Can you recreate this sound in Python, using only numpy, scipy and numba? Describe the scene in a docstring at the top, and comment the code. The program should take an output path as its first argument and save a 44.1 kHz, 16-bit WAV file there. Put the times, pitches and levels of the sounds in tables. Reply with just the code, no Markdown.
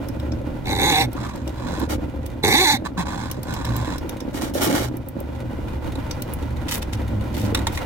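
"""A drum drain-cleaning machine runs in a narrow concrete passage between a house wall and a fence.
The motor hums, the drum rumbles, and the cable scours the pipe, knocks in the drum and ticks on the guide.
Gloved hands haul it back, so its windings zip over the lip of the pipe, and feed it in with a squawk,
twice over. More cable grinds out through the guide. Near the end the slack cable slaps the guide,
boots scuff over grit and the hum sags under load."""
import sys
import numpy as np
from scipy import signal
from scipy.fft import rfft, irfft, next_fast_len
from scipy.io import wavfile
from numba import njit

SR = 44100
rng = np.random.default_rng(int(sys.argv[2]) if len(sys.argv) > 2 else 0)


def output_pcm(signal):
    """Save a mono or channel-first signal as 16-bit PCM at the path in sys.argv[1].

    Samples are clipped to [-1, 1] before scaling.
    """
    pcm = np.clip(np.atleast_2d(signal).T, -1, 1) * 32767
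    wavfile.write(sys.argv[1], SR, np.round(pcm).astype(np.int16))


N = 346273
T = np.arange(N) / SR


def undb(db):
    """Decibels to gain."""
    return 10 ** (np.asarray(db) / 20)


def unit(x):
    """Scale to rms 1."""
    return x / np.sqrt(np.mean(x ** 2) + 1e-18)


def curve(table):
    """Automation: straight lines through (time_s, value) points."""
    return np.interp(T, *np.transpose(table))


def stroke(start, attack, hold, release, db):
    """Envelope of one stroke: it rises, holds and dies away."""
    rise = np.clip((T - start) / max(attack, 1e-3), 0, 1)
    fall = np.clip(1 - (T - start - attack - hold) / max(release, 1e-3), 0, 1)
    return undb(db) * rise * fall


def strokes(table):
    """Envelope of a series of strokes, silent between them."""
    return sum(stroke(*row[:5]) for row in table)


def add(track, start_s, sound):
    """Mix a sound into a track."""
    i = max(int(start_s * SR), 0)
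    track[..., i:i + sound.shape[-1]] += sound[..., :N - i]


def wander(rate_hz):
    """Smooth random drift with a spread near 1."""
    points = rng.standard_normal(4096)
    return 1.2 * np.interp(T * rate_hz, np.arange(len(points)), points)


def stereo_noise(likeness):
    """White noise, from wide (likeness 0) to mono (1)."""
    mid, side = rng.standard_normal((2, N))
    return np.sqrt((1 + likeness) / 2) * mid + np.sqrt((1 - likeness) / 2) * side * np.array([[1], [-1]])


def grains(rate_hz, spread_db, likeness):
    """Random tiny impacts of uneven size, each from its own direction."""
    size = undb(spread_db * np.minimum(rng.exponential(size=N), 3))
    hits = rng.random(N) < rate_hz / SR
    return unit(hits * size * stereo_noise(likeness))


def chatter(rise_s, t60_s):
    """A contact that buzzes briefly: a noise burst with peak 1."""
    t = T[:SR // 10]
    burst = rng.standard_normal(len(t)) * np.minimum(t / rise_s, 1) * undb(-60 * t / t60_s)
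    return burst / np.abs(burst).max()


def colour(x, eq, size=4096):
    """Minimum-phase EQ of unit energy through (freq_hz, gain_db) points, rolling off past the ends."""
    hz, db = np.transpose(eq)
    log_hz = np.log(np.maximum(np.fft.rfftfreq(size, 1 / SR), 1))
    skirt_db = 24 * (np.maximum(np.log(hz[0]) - log_hz, 0) + np.maximum(log_hz - np.log(hz[-1]), 0))
    cepstrum = irfft(np.log(undb(np.interp(log_hz, np.log(hz), db) - skirt_db)))
    cepstrum[1:size // 2] *= 2
    cepstrum[size // 2:] = 0
    response = irfft(np.exp(rfft(cepstrum)))
    response /= np.linalg.norm(response)
    return signal.fftconvolve(np.atleast_2d(x), response[None], axes=1)[:, :x.shape[-1]]


def resonate(x, hz, width_hz):
    """One resonance with gain 1 at its centre."""
    return signal.lfilter(*signal.iirpeak(hz, hz / width_hz, fs=SR), x)


def steady_ring(x, hz, width_hz):
    """A resonance with steep skirts, at rms 1."""
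    return unit(resonate(resonate(x, hz, width_hz), hz, width_hz))


@njit
def sweep(x, hz, width_hz):
    """One resonance whose centre may move, with gain 1 there."""
    y, band, low = np.empty(len(x)), 0., 0.
    for i in range(len(x)):
        g, damping = np.tan(np.pi * hz[i] / SR), width_hz / hz[i]
        v = (band + g * (x[i] - low)) / (1 + g * (g + damping))
        band, low, y[i] = 2 * v - band, low + 2 * g * v, damping * v
    return y


def moving_ring(x, hz, width_hz):
    """A moving resonance with steep skirts, at rms 1."""
    return unit(sweep(sweep(x, hz, float(width_hz)), hz, float(width_hz)))


def passage(x, left_db, echo_db, left_lag_s=.00012):
    """Panned direct sound, quick echoes off wall and ground, and a dull tail down the passage."""
    t = T[:SR // 2]
    near_t60_s, far_t60_s = .016, .11
    near, far = rng.standard_normal((2, 2, len(t)))
    near = near * undb(-60 * t / near_t60_s) * (t > .001)
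    far = signal.lfilter([1], [1, -.5], far) * undb(-60 * t / far_t60_s)
    response = undb(echo_db) * (unit(near) + undb(-9) * unit(far)) / np.sqrt(len(t))
    response[0, int(max(left_lag_s, 0) * SR)] += 1
    response[1, int(max(-left_lag_s, 0) * SR)] += 1
    response /= np.linalg.norm(response, axis=1, keepdims=True)
    pan = undb(np.array([[left_db], [-left_db]]) / 2)
    return signal.fftconvolve(np.atleast_2d(x), response, axes=1)[:, :N] * pan


# fader ride on the hum: time_s, level_db
HUM_LEVELS = [(.7, -34), (1.22, -29.5), (1.5, -37), (2.7, -39.5), (3.5, -33.5), (3.74, -22), (4.05, -48),
              (4.75, -35), (5.2, -38), (5.6, -29.5), (6.7, -34.5), (7.2, -24.5), (7.6, -23), (7.85, -42.5)]
# how hard the motor works: time_s, load (0-1)
MOTOR_LOAD = [(6.7, 0), (6.95, 0.52), (7.2, 0.54), (7.37, 0.29), (7.6, 0.91), (7.85, 0.7)]


def motor(idle_hz=119.5, sag_hz=21.82):
    """The hum wavers; its octave grows as the load drags the pitch down."""
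    load = curve(MOTOR_LOAD)
    pitch_hz = (idle_hz - sag_hz * load) * (1 + .03 * wander(30))
    phase = 2 * np.pi * np.cumsum(pitch_hz) / SR
    hum = np.sin(phase) + undb(-10 + 6.1 * load) * np.sin(2 * phase)
    level_db = curve(HUM_LEVELS) - 4.5 + 5.05 * wander(20)
    return passage(unit(hum) * undb(level_db), left_db=-1.1, echo_db=-45)


# fader rides on the drum's rumble and the coil's rattle: time_s, level_db
RUMBLE_LEVELS = [(0.3, -32.5), (0.75, -29.5), (1.3, -34.5), (2.05, -30.5), (2.6, -37), (3.45, -33),
                 (3.75, -30.5), (5.3, -36), (5.7, -29.5)]
RATTLE_LEVELS = [(0.0, -34.5), (0.61, -38), (0.83, -33), (1.44, -39), (1.94, -33.5), (2.45, -40.5),
                 (4.5, -36), (4.68, -27), (4.96, -39), (7.04, -39), (7.43, -31.5), (7.85, -41.5)]
# deep rumble, boxy rattle: freq_hz, gain_db
RUMBLE_EQ = [(20, -1.5), (55, -0.5), (100, 1), (170, -6.5), (300, -20)]
RATTLE_EQ = [(90, -19), (150, -8.5), (300, 5), (390, -8), (445, -5), (535, -5.5), (640, -11.5),
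             (1600, -32.5)]


def drum(turn):
    """The spinning drum drones on its frame while the coil tumbles inside it."""
    drone = steady_ring(stereo_noise(.9), hz=69, width_hz=14)
    roll = unit(colour(stereo_noise(1), RUMBLE_EQ))
    rumble = (undb(-.5) * drone + undb(-1) * roll) * undb(curve(RUMBLE_LEVELS) - .5 + .29 * turn)
    tumble = grains(rate_hz=420, spread_db=1.8, likeness=.7) * undb(2 * turn)
    rattle = unit(colour(tumble, RATTLE_EQ)) * undb(curve(RATTLE_LEVELS) + 5)
    return rumble + passage(rattle, left_db=-.68, echo_db=-5, left_lag_s=-.00024)


# fader ride on the cable spinning in the pipe: time_s, level_db
SCRAPE_LEVELS = [(1.8, -44), (2.93, -50.5), (4.1, -42.5), (5.1, -48.5), (5.7, -40), (7.1, -41),
                 (7.85, -37.5)]
# dull scrape, and the hard clack of stray ticks and later slaps: freq_hz, gain_db
SCRAPE_EQ = [(500, 0), (900, -3), (2600, -15), (8000, -30), (15500, -32)]
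CLACK_EQ = [(300, -14), (1000, 2), (1450, -5), (2100, 0), (3000, -9), (3700, 1), (4600, -8), (8000, -11),
            (16000, -18)]


def pipe_scrape(turn):
    """The cable scours the pipe, a little harder once a turn, and ticks against it at random."""
    grit = grains(rate_hz=4000, spread_db=2.2, likeness=.5) + stereo_noise(.3)
    pressure = undb(1.3 * turn + 1.7 * wander(45))
    scrape = unit(colour(grit * pressure, SCRAPE_EQ))
    hits = grains(rate_hz=12, spread_db=.64, likeness=.26)
    contacts = signal.fftconvolve(hits, chatter(rise_s=.00055, t60_s=.051)[None], axes=1)[:, :N]
    stray_ticks = undb(-16) * unit(colour(contacts, CLACK_EQ))
    out = (scrape + stray_ticks) * undb(curve(SCRAPE_LEVELS) + 2)
    return passage(out, left_db=-1.5, echo_db=-9, left_lag_s=0)


# the coil knocks on the drum wall: start_s, level_db, pitch_hz
COIL_KNOCKS = [(.064, -27, 540), (.27, -27, 333), (0.41, -23, 533), (1.09, -24.5, 300), (1.73, -22, 520),
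               (1.828, -17, 317), (1.93, -19.5, 277.3), (2.238, -25.5, 530), (2.539, -11, 270),
               (2.739, -19, 245), (3.876, -18.5, 295), (4.045, -21.5, 335), (4.433, -17, 285),
               (4.552, -13.5, 572), (4.575, -17.5, 523), (4.666, -10, 322), (5.209, -22, 537),
               (5.587, -21, 297), (6.28, -23, 330), (7.522, -22.5, 460)]
# muffled thud: freq_hz, gain_db
THUD_EQ = [(120, -5.5), (280, -3), (600, -12.5), (2000, -40.5)]


def knocks(rise_s=.002, t60_s=.08):
    """Loops of cable drop against the drum: soft, hollow thuds."""
    out, t = np.zeros((1, N)), T[:SR // 10]
    envelope = np.minimum(t / rise_s, 1) * undb(-60 * t / t60_s)
    for start_s, level_db, pitch_hz in COIL_KNOCKS:
        tone = np.sin(2 * np.pi * pitch_hz * t) * envelope
        thud = colour(chatter(rise_s=.0036, t60_s=.029), THUD_EQ)
        add(out, start_s, undb(level_db) * (1.07 * tone + 1.18 * thud))
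    return passage(out, left_db=-.28, echo_db=-11, left_lag_s=-.00037)


# flicks on the guide, in runs about a drum turn apart: start_s, level_db
GUIDE_TICKS = [(0.084, -34), (.1967, -35), (0.318, -33.5), (1.1288, -32), (1.3573, -37), (1.4755, -31.5),
               (1.796, -30), (2.2606, -29), (3.312, -22), (3.4297, -28), (3.537, -23.5), (3.6492, -24),
               (3.763, -23.5), (3.98, -28.5), (4.0914, -24.5), (4.2028, -27.5), (4.9673, -33.5),
               (5.0842, -29), (5.201, -30.5), (6.1095, -22.5), (6.2195, -21), (6.3346, -25)]
# thin, bright click: freq_hz, gain_db
TICK_EQ = [(1500, -5), (4400, -5), (5500, 5.5), (6600, -6), (10000, -5.5), (12400, -2.5), (16000, -5)]


def ticks(top_scatter_db=9.5):
    """The kinked cable flicks the guide as it comes round, each time a little differently."""
    out = np.zeros((2, N))
    for start_s, level_db in GUIDE_TICKS:
        top_db = top_scatter_db * rng.standard_normal()
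        detune = np.exp(.02 * rng.standard_normal())
        eq = [(hz * detune, db + top_db * (hz > 9000)) for hz, db in TICK_EQ]
        add(out, start_s, undb(level_db + 10) * colour(chatter(rise_s=.0016, t60_s=.0092), eq))
    return passage(out, left_db=.058, echo_db=11)


def windings(rate_hz, jitter, uneven_db, grit, grit_share):
    """Each winding snaps over the edge and then scrapes; a fast cable runs more evenly than a slow one."""
    wobble_hz = jitter * 89.9 * wander(170)  # just as wide at any speed
    phase = np.cumsum(np.maximum(rate_hz + wobble_hz, 1)) / SR
    count = phase.astype(int)
    size = undb(uneven_db * np.clip(rng.standard_normal(4096), -2, 2))[count]
    snaps = np.diff(count, prepend=0) * np.sqrt(SR / rate_hz)
    scrape = np.exp(-(phase % 1) / grit_share) * stereo_noise(.87)
    return unit(size * snaps), grit * unit(size * scrape)


def disperse(x, delay_s):
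    """A coiled cable carries treble faster than bass, so each snap is drawn out into a tiny chirp."""
    size = next_fast_len(N + SR // 10)
    lateness_s = delay_s / np.sqrt(1 + np.fft.rfftfreq(size, 1 / SR) / 1000)
    phase = 2 * np.pi * np.cumsum(lateness_s) * SR / size
    return irfft(rfft(x, size) * np.exp(-1j * phase), size)[:N]


# hauls out of the pipe: start_s, attack_s, hold_s, release_s, level_db, treble_db, boom_db
HAUL_STROKES = [(0.643, .055, 0.044, 0.095, -26, -1, -2.5), (0.76, 0.071, 0.19, 0.041, -22, 1.5, -1.5),
                (2.427, 0.015, 0.28, 0.057, -20, 2, -2)]
# cable speed, one list for each pull: time_s, windings_hz
PULL_SPEEDS = [
    [(.65, 70), (.71, 112), (.76, 78), (.81, 108), (.862, 171), (.91, 170), (.925, 149), (1.01, 160),
     (1.05, 132)],
    [(2.43, 75), (2.48, 118), (2.52, 228), (2.56, 318), (2.612, 384), (2.63, 374), (2.655, 310),
     (2.688, 284), (2.706, 305), (2.735, 272), (2.78, 190)],
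]
# steel cable ringing on the lip of the pipe: pitch_hz, width_hz, level_db
LIP_RESONANCES = [(783, 98, 3), (888, 155, -2.5), (1066, 200, -8), (1629, 286, -9.5), (1918, 240, -9),
                  (2110, 260, -4.5), (2288, 520, -6.5), (3643, 480, -6), (3902, 320, -3), (4460, 980, -11),
                  (6130, 820, -10), (7300, 1100, -18.5)]
# boom of the shaken pipe and drum: freq_hz, gain_db
BOOM_EQ = [(70, 0), (110, 13.5), (260, 5), (420, 10.5), (650, -2.5), (1300, -38)]


def hauls(treble_from_hz=1400, boom_fade_db_per_s=25):
    """Windings zip over the lip of the pipe and ring the steel; each tug starts a boom that fades."""
    speed_hz = curve([point for pull in PULL_SPEEDS for point in pull])
    snaps, scrape = windings(speed_hz, jitter=.035, uneven_db=2, grit=.36, grit_share=.6)
    snaps = disperse(snaps, delay_s=.007)
    grit = colour(scrape, [(200, -11), (900, -10), (2000, -6.5), (4000, 0), (16000, 1)])[0]
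    force = snaps + undb(9) * grit
    body = steel = out = 0
    for k, (pitch_hz, width_hz, level_db) in enumerate(LIP_RESONANCES):
        gain = (-1) ** k * undb(level_db + 2 * wander(70))  # neighbouring modes swing opposite ways
        mode = gain * moving_ring(force, pitch_hz * (1 + .018 * wander(14)), width_hz)
        if pitch_hz < treble_from_hz:
            body += mode
        else:
            steel += mode
    hiss = unit(colour(scrape, [(7000, -4), (8500, 6.5), (12000, 8), (16000, -9)]))
    boom = unit(colour(snaps + .6 * scrape, BOOM_EQ)) * undb(2 * wander(50))
    effort = undb(np.log2(speed_hz / 155))  # 1 dB louder for each doubling of speed
    for start_s, *shape, treble_db, boom_db in HAUL_STROKES:
        tug = undb(boom_db - boom_fade_db_per_s * np.maximum(T - start_s, 0))
        rasp = undb(-6.5) * body + undb(treble_db) * (undb(-3) * steel + undb(-10.5) * hiss)
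        out += stroke(start_s, *shape) * effort * (rasp + tug * boom)
    return passage(out, left_db=-2, echo_db=-6, left_lag_s=.00015)


# slow feeds into the pipe: start_s, attack_s, hold_s, release_s, level_db, windings_hz
FEED_STROKES = [(1.162, 0.0041, 0.084, 0.22, -41, 52.8), (1.497, 0.21, 0.13, 0.036, -37.5, 80.37),
                (2.842, 0.017, 0.0094, 0.01, -31.5, 139.8), (2.973, 0.0033, 0.033, 0.034, -30, 154.8),
                (3.054, 0.0023, 0.13, 0.25, -38, 65.8), (3.433, 0.052, 0.45, 0.068, -38, 75.48)]
# midrange rasp: freq_hz, gain_db
FEED_EQ = [(500, -14), (950, -1), (1800, -9.5), (3050, -20), (3600, -13), (4100, -13), (4700, -18),
           (7500, -21), (10000, -29), (16000, -34)]


def feeds():
    """Windings bump over the lip of the pipe, each feed at its own pace, and thrum back along the cable."""
    start_s, *_, windings_hz = np.transpose(FEED_STROKES)
    current_feed = np.maximum(np.searchsorted(start_s, T) - 1, 0)
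    speed_hz = windings_hz[current_feed]
    snaps, scrape = windings(speed_hz, jitter=.36, uneven_db=1.5, grit=2.8, grit_share=.59)
    thrum = undb(-.5) * steady_ring(snaps, hz=173, width_hz=105)
    rasp = undb(4) * unit(colour(snaps + scrape, FEED_EQ))
    return passage((rasp + thrum) * strokes(FEED_STROKES), left_db=-2.1, echo_db=-.63)


# the pushed cable sticks: start_s, attack_s, hold_s, release_s, level_db, first_hz, last_hz
SQUAWK_STROKES = [(1.162, 0.0031, 0.02, .008, -36, 1348, 1120), (1.222, .008, 0.044, 0.089, -40, 1290, 950),
                  (2.856, .008, 0.0082, .01, -32, 1110, 1070), (2.967, .005, 0.023, .016, -36, 1130, 969)]


def squawks(slips_hz=166):
    """Quick stick-slip pulses sound a resonance that sinks as the cable goes in."""
    snaps, scrape = windings(slips_hz, jitter=.11, uneven_db=4, grit=.26, grit_share=.43)
    out = 0
    for start, attack, hold, release, level_db, first_hz, last_hz in SQUAWK_STROKES:
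        glide_hz = np.interp(T, [start, start + attack + hold + release], [first_hz, last_hz])
        squawk = moving_ring(snaps + scrape[0], glide_hz, width_hz=290)
        out += squawk * stroke(start, attack, hold, release, level_db)
    return passage(out, left_db=-2.5, echo_db=-11.5)


# drags through the gloves: start_s, attack_s, hold_s, release_s, level_db
RUB_STROKES = [(1.885, 0.019, 0.014, 0.053, -35.5), (4.325, 0.032, .004, 0.069, -38),
               (4.41, 0.011, .004, 0.09, -36), (4.545, 0.0023, 0.056, 0.044, -39.5),
               (4.598, 0.036, 0.018, 0.085, -29), (4.68, 0.072, 0.02, 0.12, -31.5)]
# broad, warm friction: freq_hz, gain_db
RUB_EQ = [(150, -29), (330, 5.5), (800, 3), (2000, -2.5), (3000, -6.5), (5500, -6.5), (8000, -10.5),
          (16000, -14)]


def glove_rubs():
    """The cable slides through stiff rubber gloves in dense little slips."""
    slips = grains(rate_hz=5000, spread_db=4.9, likeness=.47) * undb(2 * wander(90))
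    rub = undb(9) * unit(colour(slips, RUB_EQ))
    return passage(rub * strokes(RUB_STROKES), left_db=-.64, echo_db=1.1)


# cable paid out through the guide: start_s, attack_s, hold_s, release_s, level_db
GRIND_STROKES = [(4.535, 0.0055, 0.015, 0.038, -31.5), (4.602, 0.032, 0.019, 0.026, -21.5)]
# sizzle with one sharp metallic peak: freq_hz, gain_db
GRIND_EQ = [(3000, -2), (5100, -6), (5450, 10), (5850, -6), (14000, -2)]


def grinds():
    """Steel drags hard on steel: a bright surge with the ring of the guide in it."""
    slips = grains(rate_hz=6000, spread_db=3.1, likeness=.45) * undb(1.5 * wander(200))
    grind = unit(colour(slips, GRIND_EQ))
    return passage(grind * strokes(GRIND_STROKES), left_db=-.5, echo_db=-2, left_lag_s=0)


# hard hits on the guide: start_s, level_db, clink_db
GUIDE_SLAPS = [(5.953, -25, -9), (7.5464, -7, -11), (7.5723, -18.5, -10), (7.589, -22.5, -20),
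               (7.668, -5.5, -22), (7.773, -18, 5), (7.788, -28, 4)]


def slaps():
    """The slack cable slaps the guide, which answers with a clink."""
    out = np.zeros(N)
    for start_s, level_db, clink_db in GUIDE_SLAPS:
        contact = undb(level_db + 1) * chatter(rise_s=.002, t60_s=.026)
        clink = undb(clink_db + 7.5) * resonate(contact, hz=2230, width_hz=330)
        add(out, start_s, colour(contact, CLACK_EQ)[0] + clink)
    return passage(out, left_db=-.52, echo_db=0)


# boots on gritty concrete: start_s, attack_s, hold_s, release_s, scuff_db, crunch_db
BOOT_STROKES = [(6.681, .003, 0.028, 0.043, -28, -41), (6.705, .02, 0.013, 0.065, -29, -27),
                (6.817, .003, .003, 0.022, -33, -44), (6.924, 0.011, .005, 0.024, -31, -47),
                (7.338, .005, 0.042, 0.15, -35, -41.5), (7.719, .005, .05, .02, -39.5, -42)]
# sandy scuff, crisp crunch: freq_hz, gain_db
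SCUFF_EQ = [(900, 2.5), (2200, 7), (5500, 5.5), (8000, -0.5), (13500, -8), (16000, -11)]
CRUNCH_EQ = [(3000, -11), (6000, -5), (13500, 4)]


def boot_scuffs():
    """A sole scrapes the concrete and grit crunches under it."""
    grit = grains(rate_hz=4000, spread_db=5.8, likeness=.13) * undb(1.9 * wander(150))
    scuff = undb(-.5) * unit(colour(grit, SCUFF_EQ)) * strokes(BOOT_STROKES)
    cracks = grains(rate_hz=2600, spread_db=8.6, likeness=.18)
    crunch_strokes = [(*timing, crunch_db) for *timing, _, crunch_db in BOOT_STROKES]
    crunch = unit(colour(cracks, CRUNCH_EQ)) * strokes(crunch_strokes)
    return passage(scuff + crunch, left_db=.28, echo_db=-4)


def scene():
    """The full mix; the drum's turning sways the rumble, the rattle and the scrape."""
    turn_hz = 8.9 * (1 + .022 * wander(1.75))
    turn = np.sin(2 * np.pi * np.cumsum(turn_hz) / SR)
    machine = motor() + drum(turn) + pipe_scrape(turn) + knocks() + ticks()
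    return machine + hauls() + feeds() + squawks() + glove_rubs() + grinds() + slaps() + boot_scuffs()


def record(dry):
    """Each side gets its own treble colour, then a steep low-pass cuts the very top."""
    left, right = dry
    left = left - .45 * resonate(left, hz=5420, width_hz=4000)
    presence = .13 * resonate(right, hz=3540, width_hz=740)
    sheen = .044 * resonate(right, hz=7100, width_hz=4200)
    right = right + presence + sheen - .23 * resonate(right, hz=9700, width_hz=2600)
    top_hz = 16100
    return signal.sosfilt(signal.ellip(10, .2, 80, top_hz, fs=SR, output="sos"), [left, right])


dry = scene()
out = record(dry)
output_pcm(out)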